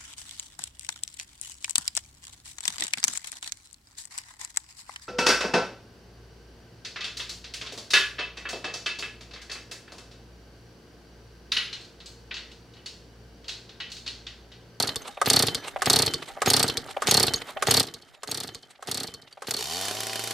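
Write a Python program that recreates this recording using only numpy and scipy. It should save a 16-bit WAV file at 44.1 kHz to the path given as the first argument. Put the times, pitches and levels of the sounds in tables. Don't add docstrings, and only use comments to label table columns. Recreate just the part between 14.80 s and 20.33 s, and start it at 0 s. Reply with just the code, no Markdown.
import sys
import numpy as np
from scipy import signal
from scipy.fft import rfft, irfft, next_fast_len
from scipy.io import wavfile
from scipy.ndimage import uniform_filter1d

SR = 44100
rng = np.random.default_rng(int(sys.argv[2]) if len(sys.argv) > 2 else 0)


def put_to_file(sound):
    columns = np.atleast_2d(sound).T
    safe = np.clip(columns, -1, 1)
    whole_steps = np.round(safe * 32767)
    wavfile.write(sys.argv[1], SR, whole_steps.astype(np.int16))


def invert_db(level):
    return 10 ** (np.asarray(level, dtype=float) / 20)


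N = 243873

GAIN_CUT_S, GAIN_CUT_DB = 3.019, -13

# first_turn_s, up_to_speed_s, cord_end_s, last_coasting_turn_s
PULLS = [
    (-.137, -.098, .0245, .158),
    (.4591, .4998, .6237, .7467),
    (1.0583, 1.0989, 1.2204, 1.337),
    (1.6606, 1.7013, 1.828, 1.9706),
    (2.2709, 2.3108, 2.4284, 2.5363),
    (2.8707, 2.9087, 3.0286, 3.139),
    (3.4748, 3.513, 3.6335, 3.7468),
    (4.0727, 4.113, 4.2322, 4.3391),
    (4.6702, 4.7082, 4.824, 4.93),
]
PULL_DB = [-3.5, -0.2, -0.4, -0.5, 0.66, 0.16, -0.6, -0.2, 0.5]
STAGES = [0, 1, 1.259, 1.498, 1.736, 2, 2.358, 3]
# time_s, speed_turns_per_s
SPEED = [(4.79, 53.7), (4.83, 60.7), (4.88, 73.7), (4.98, 93.3), (5.12, 104.3), (5.2, 110.6), (5.3, 110.4),
         (5.42, 113.2), (5.53, 113.2)]
# pitch_hz, density_db
RUMBLE = [(50, -77), (160, 8.5), (350, 14.5), (450, 11), (800, 8), (1250, 7), (2200, 3), (3200, -68.5)]


def gain_db(s):
    return GAIN_CUT_DB * np.clip((np.asarray(s) - GAIN_CUT_S) * 500, 0, 1)


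def in_time(rows):
    s, *columns = np.transpose(rows)
    return [np.interp(np.arange(N) / SR, s, c) for c in columns]


def clicks(s, db):
    out = np.full(N, 1e-18)
    at = np.clip(np.round(np.asarray(s) * SR).astype(int), 0, N - 1)
    np.add.at(out, at, invert_db(db - gain_db(s)))
    return out


def burst(x, rise_ms, fall_ms):
    rise = np.exp(-1000 / SR / max(rise_ms, .05))
    fall = np.exp(-1000 / SR / max(fall_ms, .05))
    return signal.lfilter([1 - rise], [1, -rise], signal.lfilter([1], [1, -fall], x))


def noise(spectrum):
    # pitch_hz, side_minus_mid_db
    width_curve = [(35, 11.5), (75, -16), (130, -18.5), (400, -33), (1300, -11.5), (4400, -11.5),
                   (8100, -3), (14000, -1.5)]
    # pitch_hz, left_minus_right_db
    lean_curve = [(100, 0.5), (1500, -3), (4400, -1.8), (8100, 2), (13000, -4.5)]
    size = next_fast_len(N, real=True)
    log_hz = np.log(np.maximum(np.arange(size // 2 + 1) * SR / size, 5))

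    def curve(points):
        hz, db = np.transpose(points)
        return np.interp(log_hz, np.log(hz), db)

    mid, side = rfft(rng.standard_normal((2, size))) * invert_db(curve(spectrum))
    side = side * invert_db(curve(width_curve) - 0.5)
    lean_db = curve(lean_curve) / 2
    out = irfft([(mid + side) * invert_db(lean_db), (mid - side) * invert_db(-lean_db)], size)[:, :N]
    return out / np.sqrt(np.mean(out ** 2))


def band(low_hz, high_hz):
    return noise([(low_hz / 5, -60), (low_hz / 2, -22), (low_hz, 0),
                  (high_hz, 0), (high_hz * 1.7, -22), (high_hz * 4, -70)])


def above(x, hz):
    return signal.sosfilt(signal.butter(4, hz, "high", fs=SR, output="sos"), x)


def ring(x, hz, t60):
    r, w = invert_db(-60 / (t60 * SR)), 2 * np.pi * hz / SR
    return signal.lfilter([0, np.sin(w)], [1, -2 * r * np.cos(w), r * r], x)


def resonate(x, hz, width_hz):
    return ring(x, hz, 2.2 / width_hz) * np.sqrt(width_hz / SR)


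def strike(s, db, modes, spread_db):
    chance = spread_db * rng.standard_normal((len(s), len(modes)))
    return sum(ring(clicks(s, db + level_db + chance[:, k]), hz, t60)
               for k, (hz, level_db, t60) in enumerate(modes))


def turns():
    # chuff_db, whistle_db, thump_db
    stroke = [
        (-24.5, -16.5, -13),
        (-5.5, -9.5, -18),
        (-10.5, -9.5, -17.5),
        (-11, -10.5, -17),
        (-11.5, -11.5, -17),
        (-11.5, -14, -17.5),
        (-19.5, -18, -26),
        (-21.5, -16.5, -44),
    ]
    # start_s, whistle_db
    rocks = [
        (3.218, -40),
        (3.8247, -41),
        (4.416, -39.5),
    ]
    s = np.concatenate([np.interp(STAGES, np.arange(len(times)), times) for times in PULLS])
    db = np.concatenate([np.array(stroke) + pull_db for pull_db in PULL_DB]) + gain_db(s)[:, None]
    db = db + 1.2 * rng.standard_normal(db.shape)
    rock_rows = [(at, level - 11, level, level - 6) for at, level in rocks]
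    rows = np.vstack([np.column_stack([s, db]), rock_rows])
    rows = rows[(rows[:, 0] > -.012) & (rows[:, 0] < SPEED[0][0] - .01)]
    return rows[np.argsort(rows[:, 0])]


def whistle(envelope):
    # pitch_hz, width_hz, level_db
    slots = [(3540, 480, -8), (4396, 296, 0.5), (4830, 280, -34), (4970, 160, -18), (5290, 1460, -7),
             (8500, 290, -16.5)]
    air = envelope * band(2900, 12000)
    return sum(invert_db(db) * (-1) ** k * resonate(air, hz, width) for k, (hz, width, db) in enumerate(slots))


def cranking():
    # pitch_hz, density_db
    chuff_color = [(410, -41), (700, 0), (2240, -8), (4100, 2), (7290, 0), (9480, 1), (10800, -3),
                   (14400, -10.5), (16000, -41.5)]
    # pitch_hz, level_db, t60_s
    can = [(111.3, -17, 0.23), (133.4, -16, 0.14), (170, -17.5, 0.094), (272.7, -3.5, 0.048),
           (379, 7, 0.0043), (457.2, -9, 0.12), (800, 5.5, 0.013), (1234, -2.5, 0.032),
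           (1820, 10.5, 0.0048)]
    catch_s = 4.73
    s, chuff_db, whistle_db, thump_db = turns().T
    opening = clicks(s, chuff_db)
    puff_shape = invert_db(0.5) * burst(opening, 1.0, 2.47) + invert_db(-23.0) * burst(opening, 0.91, 14.0)
    chuff = puff_shape * noise(chuff_color)
    peak = burst(clicks(s + .004, whistle_db), 1.8, 1.3)
    squeeze = invert_db(13.0) * peak + invert_db(-9) * burst(clicks(s, whistle_db), 0.23, 21.3)
    thump_s = s + np.clip(np.gradient(s) / 3, .007, .0145)
    high = strike(thump_s, thump_db - 12 * (s > catch_s + .02), can[4:], spread_db=1.0)
    low = strike(thump_s - .003, thump_db - 17 * (s > catch_s), can[:4], spread_db=2.0)
    thump = -invert_db(-3.0) * above(high + low, 94.0)
    thump = burst(thump, 0.17, 0.055) * invert_db(-10.0)
    puff = invert_db(-10) * burst(clicks(thump_s, thump_db), 1.5, 6) * band(500, 3500)
    shaking = burst(clicks(thump_s, thump_db), 10, 90)
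    wander = np.sqrt(600) * uniform_filter1d(rng.standard_normal(N), size=600)
    lumps = invert_db(-34 + 3 * wander)
    shudder = shaking * (invert_db(-34.0) * band(94, 161) + lumps * band(350, 324))
    return chuff + whistle(squeeze) + thump + puff + shudder


def order(x, turn, count):
    spin = np.exp(2j * np.pi * count * turn)
    still = x / spin
    slow = uniform_filter1d(still.real, size=900) + 1j * uniform_filter1d(still.imag, size=900)
    return 2 * (slow * spin).real


def running():
    # time_s, first_order_db, thump_db, hiss_db, gust_over_hiss_db
    loudness = [(4.79, -56, -48, -33, 3), (4.83, -57, -46, -36.5, 14), (4.87, -57, -48, -37.5, 10.5),
                (4.93, -53, -42, -33.5, 5), (4.98, -51, -40, -39, 14), (5.04, -51, -43, -32, -2),
                (5.1, -51, -44.5, -34, -6), (5.2, -49, -50, -35, -12), (5.3, -52, -46, -34.5, -27),
                (5.42, -48.5, -49.5, -37, 2), (5.53, -50, -49, -36.5, -8)]
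    # start_s, peak_db, top_end_rel_db
    firings = [(5.01, -19, -3), (5.0507, -15.5, -7), (5.081, -14, -7.5), (5.1093, -13.5, -9),
               (5.145, -30, -12), (5.1484, -21, -6), (5.167, -18, -12), (5.187, -23, -15),
               (5.203, -15, -3.5), (5.231, -18.5, -3.5), (5.2668, -15.5, -6), (5.2945, -14, -29),
               (5.33, -15, -8.5), (5.3555, -12, -10), (5.392, -13.5, -7.5), (5.437, -16.5, -3.5),
               (5.472, -15.5, -7), (5.5067, -12, -9.5)]
    # start_s, level_db
    coughs = [
        (4.772, -38),
        (4.791, -32.5),
        (4.809, -33),
    ]
    # pitch_hz, level_db, t60_s
    hot_can = [(270, -12, 0.02), (437, -5, 0.04), (665, -2, 0.035), (785, -1, 0.044), (1020, -8, 0.03),
               (1130, -12, 0.03), (1440, -9, 0.03), (1800, -7, 0.025)]
    # pitch_hz, level_db, t60_s
    boom_modes = [(296, -13, 0.03), (394, 0, 0.052), (470, -3.5, 0.054), (620, 2.5, 0.041)]
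    # order, added_share_db
    vane_orders = [(2, -5), (3, -3), (5, -4), (7, -8), (9, -5), (10, -4), (13, -4)]
    # pitch_hz, density_db
    exhaust = [(880, 3.5), (1500, -10), (1840, -5.5), (2300, -8.5), (2970, 0.5), (4090, 2), (4500, -1.5),
               (4860, 5), (12100, -9), (14500, -13), (15500, -42.5)]
    # pitch_hz, width_hz, level_db
    shell = [(2510, 150, -9), (3140, 90, -7.5), (3710, 47, -10.5), (4590, 76, -5), (5120, 27, -18),
             (5800, 37, -16.5)]
    t = np.arange(N) / SR
    first_db, thump_db, hiss_db, gust_db = in_time(loudness)
    on = np.clip((t - SPEED[0][0]) / 0.027 + 1, 0, 1)
    turn = np.cumsum(in_time(SPEED)[0] * (t >= SPEED[0][0])) / SR - .09
    at = np.flatnonzero(np.diff(np.floor(turn)) > 0)
    s = t[at] - .0012 + .0001 * rng.standard_normal(len(at))
    level_db = thump_db[at] + 7.0
    thump = strike(s, level_db, hot_can[:2] + hot_can[3:], spread_db=0)
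    thump = thump - strike(s, level_db, hot_can[2:3], spread_db=0)
    thump = -above(thump, 150)
    thump = thump + sum(invert_db(db) * order(thump, turn, count=k) for k, db in vane_orders)
    first = invert_db(first_db + 3 - GAIN_CUT_DB) * on * np.sin(2 * np.pi * turn)
    second_db = -53.0 - 60.0 * (t - SPEED[1][0]) * on
    first = first - invert_db(second_db - GAIN_CUT_DB) * on * np.sin(4 * np.pi * turn)
    body = invert_db(thump_db - 21 - GAIN_CUT_DB) * on * noise(RUMBLE)
    body = body + invert_db(-58.0) * on * band(40, 70)
    gust_level_db = (hiss_db + gust_db)[at] + 1.5 * rng.standard_normal(len(at))
    gusts = burst(clicks(s - .001, gust_level_db), .5, 3.2)
    hiss = (gusts + invert_db(hiss_db - GAIN_CUT_DB) * on) * above(noise(exhaust), 950)
    hiss = invert_db(-2.0) * hiss + sum(invert_db(db + 1.0) * resonate(hiss, hz, width) for hz, width, db in shell)
    fire_s, fire_db, top_db = np.transpose(firings)
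    crack = burst(clicks(fire_s + 0.0011, fire_db - 14.5), 0.18, 7.3) * band(1350, 4800)
    crack = crack + burst(clicks(fire_s + 0.0017, fire_db + top_db - 5.0), 0.4, 3.4) * band(6000, 10700)
    boom = strike(fire_s + 0.00095, -39.0 + 0.33 * (fire_db + 16), boom_modes, spread_db=2.5)
    boom = boom + ring(clicks(*np.transpose(coughs)), 430, 0.072)
    return thump + first + body + hiss + whistle(invert_db(2.0) * gusts) + crack + above(boom, 140)


def fins():
    # pitch_hz, level_db, t60_s
    fin_modes = [(4430, -26.5, 0.07), (5670, -29, 0.084), (8100, -22.5, 0.054), (9860, -37, 0.1),
                 (11080, -55, 0.089), (12600, -39, 0.19), (13900, -48, 0.094)]
    # start_s, peak_db
    grit = [(0.8474, -36), (0.8604, -44), (0.9214, -50), (2.6539, -51), (2.67, -35), (2.7003, -36),
            (2.7074, -31), (2.7254, -44)]
    s, chuff_db = turns().T[:2]
    tick_s, tick_db = np.transpose(grit)
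    ticks = burst(clicks(tick_s, tick_db - 9.0), 0.18, 1.2) * band(6500, 12500)
    fin_db = 1.35 * (chuff_db - gain_db(s)) + gain_db(s) + 3.5
    return strike(s + 0.0032, fin_db, fin_modes, spread_db=5) + ticks


def coasting():
    # pitch_hz, level_db, t60_s
    clip_modes = [(6540, -29, 0.072), (11000, -44, 0.015), (12300, -30, 0.033), (15500, -39.5, .03)]
    # pitch_hz, level_db, t60_s
    frame_modes = [(125.4, 0, 0.033), (273, -7.5, .04), (452.5, 1.5, 0.063), (1128, -4, 0.08)]
    _, _, cord_end, last = np.transpose(PULLS[:-1])
    db = np.array(PULL_DB)
    start = np.array(PULLS)[1:, 0]
    start_db = db[1:] + gain_db(start)
    jingle = strike(start + .0205, start_db, clip_modes, spread_db=8.5)
    jingle = jingle + burst(clicks(start + 0.01, start_db - 27.0), 3.6, 2.1) * band(3600, 9000)
    slow_s = cord_end + (last - cord_end) * (STAGES[6] - 2) + .0135
    s = np.concatenate([slow_s, last + .007, start - .02])
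    level_db = np.concatenate([db[:-1] - 31.5, db[:-1] - 32, db[1:] - 46]) + gain_db(s)
    knock = burst(strike(s, level_db, frame_modes, spread_db=2.5), 0.19, 0.046) * invert_db(-5.5)
    snap = clicks(last + .0004, db[:-1] - 18.5 + gain_db(last)) + clicks(start, start_db - 16.5)
    snap = burst(snap, 0.08, 1.9) * band(1350, 8300)
    return snap + jingle + knock


def pawls():
    # start_s, peak_db, crack_rel_db, tick_before_rel_db
    bites = [(0.415, -14.5, -8.5, -32), (1.02, -14, -7, -20), (1.619, -14, -8, -38), (2.221, -18, -8, -32),
             (2.824, -14, -6, -24), (3.433, -28.5, -3.5, -16), (4.025, -32.5, -7.5, -35),
             (4.621, -30, -5.5, -32)]
    # start_s, peak_db, spring_ring_rel_db
    releases = [(0.091, -25, -31), (0.683, -24, -23.5), (1.278, -25.5, -21), (1.8976, -24, -29),
                (2.481, -24, -22.5), (3.0853, -42.5, -23), (3.6895, -40.5, -21), (4.283, -44, -12.5)]
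    # pitch_hz, level_db, t60_s
    pulley = [(431, -9, .045), (620, -7, .035), (780, -5, .035), (1130, -4, .028), (1240, 0, .034),
              (1500, -9, .025)]
    s, db, crack_db, tick_db = np.transpose(bites)
    bite = sum(strike(s + lag, db + drop_db, pulley, spread_db=3.0)
               for lag, drop_db in [(.0002, -9), (.002, -8), (.0045, -6.5), (.013, -13.5)])
    bite = above(bite, 472) + burst(clicks(s - .0005, db + crack_db), 0.24, 7.1) * band(1500, 8900)
    bite = bite + invert_db(-6.5) * burst(clicks(s - .0005, db), 0.62, 6.8) * band(470, 1690)
    tick = burst(clicks(s - .011, db + tick_db), 0.85, 2.5) * band(1870, 4100)
    s, db, ring_db = np.transpose(releases)
    grind = band(3200, 4300) + invert_db(-9) * band(450, 2500)
    rasp = burst(clicks(s, db + 5.5), 0.6, 4.3) * (grind + invert_db(-16.5) * band(6900, 12500))
    blow = clicks(s, db + ring_db)
    spring = invert_db(10.5) * ring(blow, 3079, 0.45) + invert_db(-12.0) * ring(blow, 3101, .2)
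    return bite + tick + rasp + spring + ring(clicks(s + .004, db - 9.0), 4100, 0.13)


def grip():
    # start_s, peak_db, scrape_rel_db
    knocks = [(0.371, -29, -5.5), (0.961, -24.5, -6), (1.569, -30, -15), (2.166, -23.5, -5.5),
              (2.769, -27.5, -1.5), (3.374, -52, -11), (3.989, -46.5, -19), (4.572, -41, -3)]
    # pitch_hz, level_db, t60_s
    housing = [(575, 12.5, 0.012), (684, -1, 0.028), (763, -7, 0.086), (1150, -12, 0.057),
               (1380, -24.5, 0.053)]
    s, db, scrape_db = np.transpose(knocks)
    knock = sum(strike(s + lag, db + drop_db, housing, spread_db=4.0)
                for lag, drop_db in [(0, -8), (.005, -3.5), (.015, -13.5), (.027, -36.5)])
    scrape = burst(clicks(s, db + scrape_db + 2.0), 2.8, 3.7) * band(1100, 3080)
    fizz = burst(clicks(s, db - 29.5), 1.8, 16) * band(5000, 10840)
    return above(knock, 610) + scrape + fizz


def rewind():
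    # start_s,
    # peak_db, low_rel_db, top_rel_db, swell_ms
    swells = [(0.0034, -32.5, 14.5, 6, 6.8), (0.218, -38.5, 2, 0, 4.3), (0.254, -33, 1.5, -20, 9.5),
              (0.278, -29.5, 1.5, 0, 6.5), (0.846, -30, -1.5, -21, 16), (0.879, -26, -0.5, 0, 6.8),
              (1.424, -22.5, -6.5, -13, 4.1), (1.485, -29.5, -1, -6, 9.9), (2.0614, -51, 18.5, 12, 3.3),
              (2.085, -37, 5, -15, 11), (2.109, -28.5, -2, -4.5, 5.3), (2.617, -20, -5.5, -15, 3.5),
              (2.6905, -31.5, 2, -8, 15.4), (3.2859, -47, -2, -7, 6.5), (3.3453, -40, -2.5, -10.5, 8.2),
              (3.908, -40, -6, -1.5, 6.8), (3.956, -41.5, -32.5, -30, 5), (4.475, -39.5, -8, -43, 5.2),
              (4.526, -40, -8, -3, 3.9), (4.6444, -44, 8, -18, 5.7)]
    # start_s, pitch_hz, level_db, t60_s
    struck_tones = [(0.22, 6300, -37, 0.041), (.312, 3720, -54, 1), (.315, 5900, -70, 1),
                    (0.779, 6000, -51, 0.39), (.9, 3760, -65, 0.65), (2.56, 6470, -23, 0.042),
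                    (2.56, 7000, -39, 0.089), (2.56, 12600, -41, .06), (.29, 810, -35, 0.092),
                    (.88, 2800, -36, 0.073), (.92, 3680, -56, .3), (1.5, 795, -35.5, 0.092),
                    (2.09, 780, -37, 0.16), (3.228, 3110, -59, 0.39), (3.738, 6400, -52, 0.19),
                    (3.833, 3130, -45, 0.089), (4.263, 3080, -47, 0.48), (4.527, 4600, -38, 0.035),
                    (4.53, 3200, -69.5, .8), (.79, 1700, -48, .4), (.81, 3500, -58, .5),
                    (.16, 12000, -52, 0.3), (2.765, 640, -29.5, 0.06), (.996, 740, -40, 0.044),
                    (1.423, 1150, -34.5, .06), (2.62, 470, -38, 0.049), (4.05, 3900, -57, .05),
                    (3, 770, -49, .3), (3.378, 760, -53, .05), (3.375, 3750, -70, .4),
                    (3.27, 5000, -71, 0.37), (3.36, 7000, -71, .4)]
    t, low, mid, top = np.arange(N) / SR, np.zeros(N), np.zeros(N), np.zeros(N)
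    for s, db, low_db, top_db, swell_ms in swells:
        swell = np.exp(-np.abs(t - s - .003) * 1000 / max(swell_ms, 1))
        shape = invert_db(db - 9.0 - gain_db(s)) * swell
        low = low + invert_db(low_db) * shape
        mid = mid + shape
        top = top + invert_db(top_db) * shape
    pings = sum(ring(clicks([s], db), hz, t60) for s, hz, db, t60 in struck_tones)
    return low * band(410, 1330) + mid * band(2080, 4060) + top * band(7900, 8400) + pings


def yard(x):
    dull, out = above(signal.lfilter([.35], [1, -.65], x), 240), x.copy()
    for lags_ms, db in [((5.5, 5.9), -15), ((13, 11), -16), ((24, 29), -20), ((47, 41), -25)]:
        for side, ms in enumerate(lags_ms):
            lag = int(ms * SR / 1000)
            out[side, lag:] += invert_db(db) * dull[side, :-lag]
    return out


def background():
    # after_first_turn_s, level_db
    shake = [(-.004, -9), (.004, 5), (.025, 1), (.155, -0.5), (.255, -11), (.355, -17.5), (.445, -17),
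             (.515, -23.5)]
    # pitch_hz, density_db
    rustle = [(1200, -18), (1900, -0.5), (3100, 9), (4400, 6.5), (7000, 0), (8300, -1.5), (11500, -9.5),
              (14500, -57.5)]
    # pitch_hz, width_hz, level_db
    case = [(122, 28, -5.5), (175, 25, -2), (277, 27, 4.5), (349, 32, -2), (447, 100, 1.5)]
    still_level_db, settle_s = -11.5, 0.27
    t = np.arange(N) / SR
    shake_db, = in_time([(pull[0] + lag, db + pull_db)
                         for pull, pull_db in zip(PULLS, PULL_DB) for lag, db in shake])
    caught_db = -30 * (t > SPEED[0][0])
    low_db = -33 + 0.75 * shake_db + caught_db
    high_db = -36 + 1.04 * shake_db + caught_db
    flutter = uniform_filter1d(rng.standard_normal((3, N)), size=300) * np.sqrt(300)
    flutter = np.clip(flutter, -3, 1.3)
    wind = invert_db(-52.5 + 6.9 * flutter[2]) * band(22, 30)
    air = invert_db(-44.5 + 1.18 * shake_db + caught_db + 3 * flutter[2]) * band(11000, 13500)
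    still_db, = in_time([row for first, _, _, last in PULLS for row in
                         [(first - .04, still_level_db), (first, 0), (last, 0),
                          (last + settle_s, still_level_db)]])
    rumble = noise(RUMBLE)
    upper = signal.lfilter(*signal.iirnotch(1040, 4.0, SR), above(rumble, 596))
    deep = signal.sosfilt(signal.butter(4, 560, fs=SR, output="sos"), rumble)
    hum = sum(invert_db(db + 2.0) * (-1) ** k * resonate(deep, hz, width) / 8
              for k, (hz, width, db) in enumerate(case))
    deep = invert_db(-9.0) * deep + hum
    bearings = invert_db(low_db + 4.26 * flutter[0]) * (upper + invert_db(still_db) * deep)
    rattle = invert_db(high_db + 6.0 * flutter[1]) * noise(rustle)
    return air + bearings + rattle + wind


def scene():
    saw = cranking() + fins() + coasting() + running() + grip() + pawls() + rewind()
    return yard(saw) + background()


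def low_pass(x):
    return signal.sosfilt(signal.butter(12, 16470, fs=SR, output="sos"), x)


def record(dry):
    x = dry * invert_db(gain_db(np.arange(N) / SR))
    x = signal.sosfilt(signal.butter(2, 45, "high", fs=SR, output="sos"), above(x, 30))
    x = 1.1 * np.tanh(x / 1.1)
    x = signal.sosfilt(signal.cheby2(8, 40, 16450, fs=SR, output="sos"), x)
    return low_pass(x)


dry = scene()
out = record(dry)
put_to_file(out)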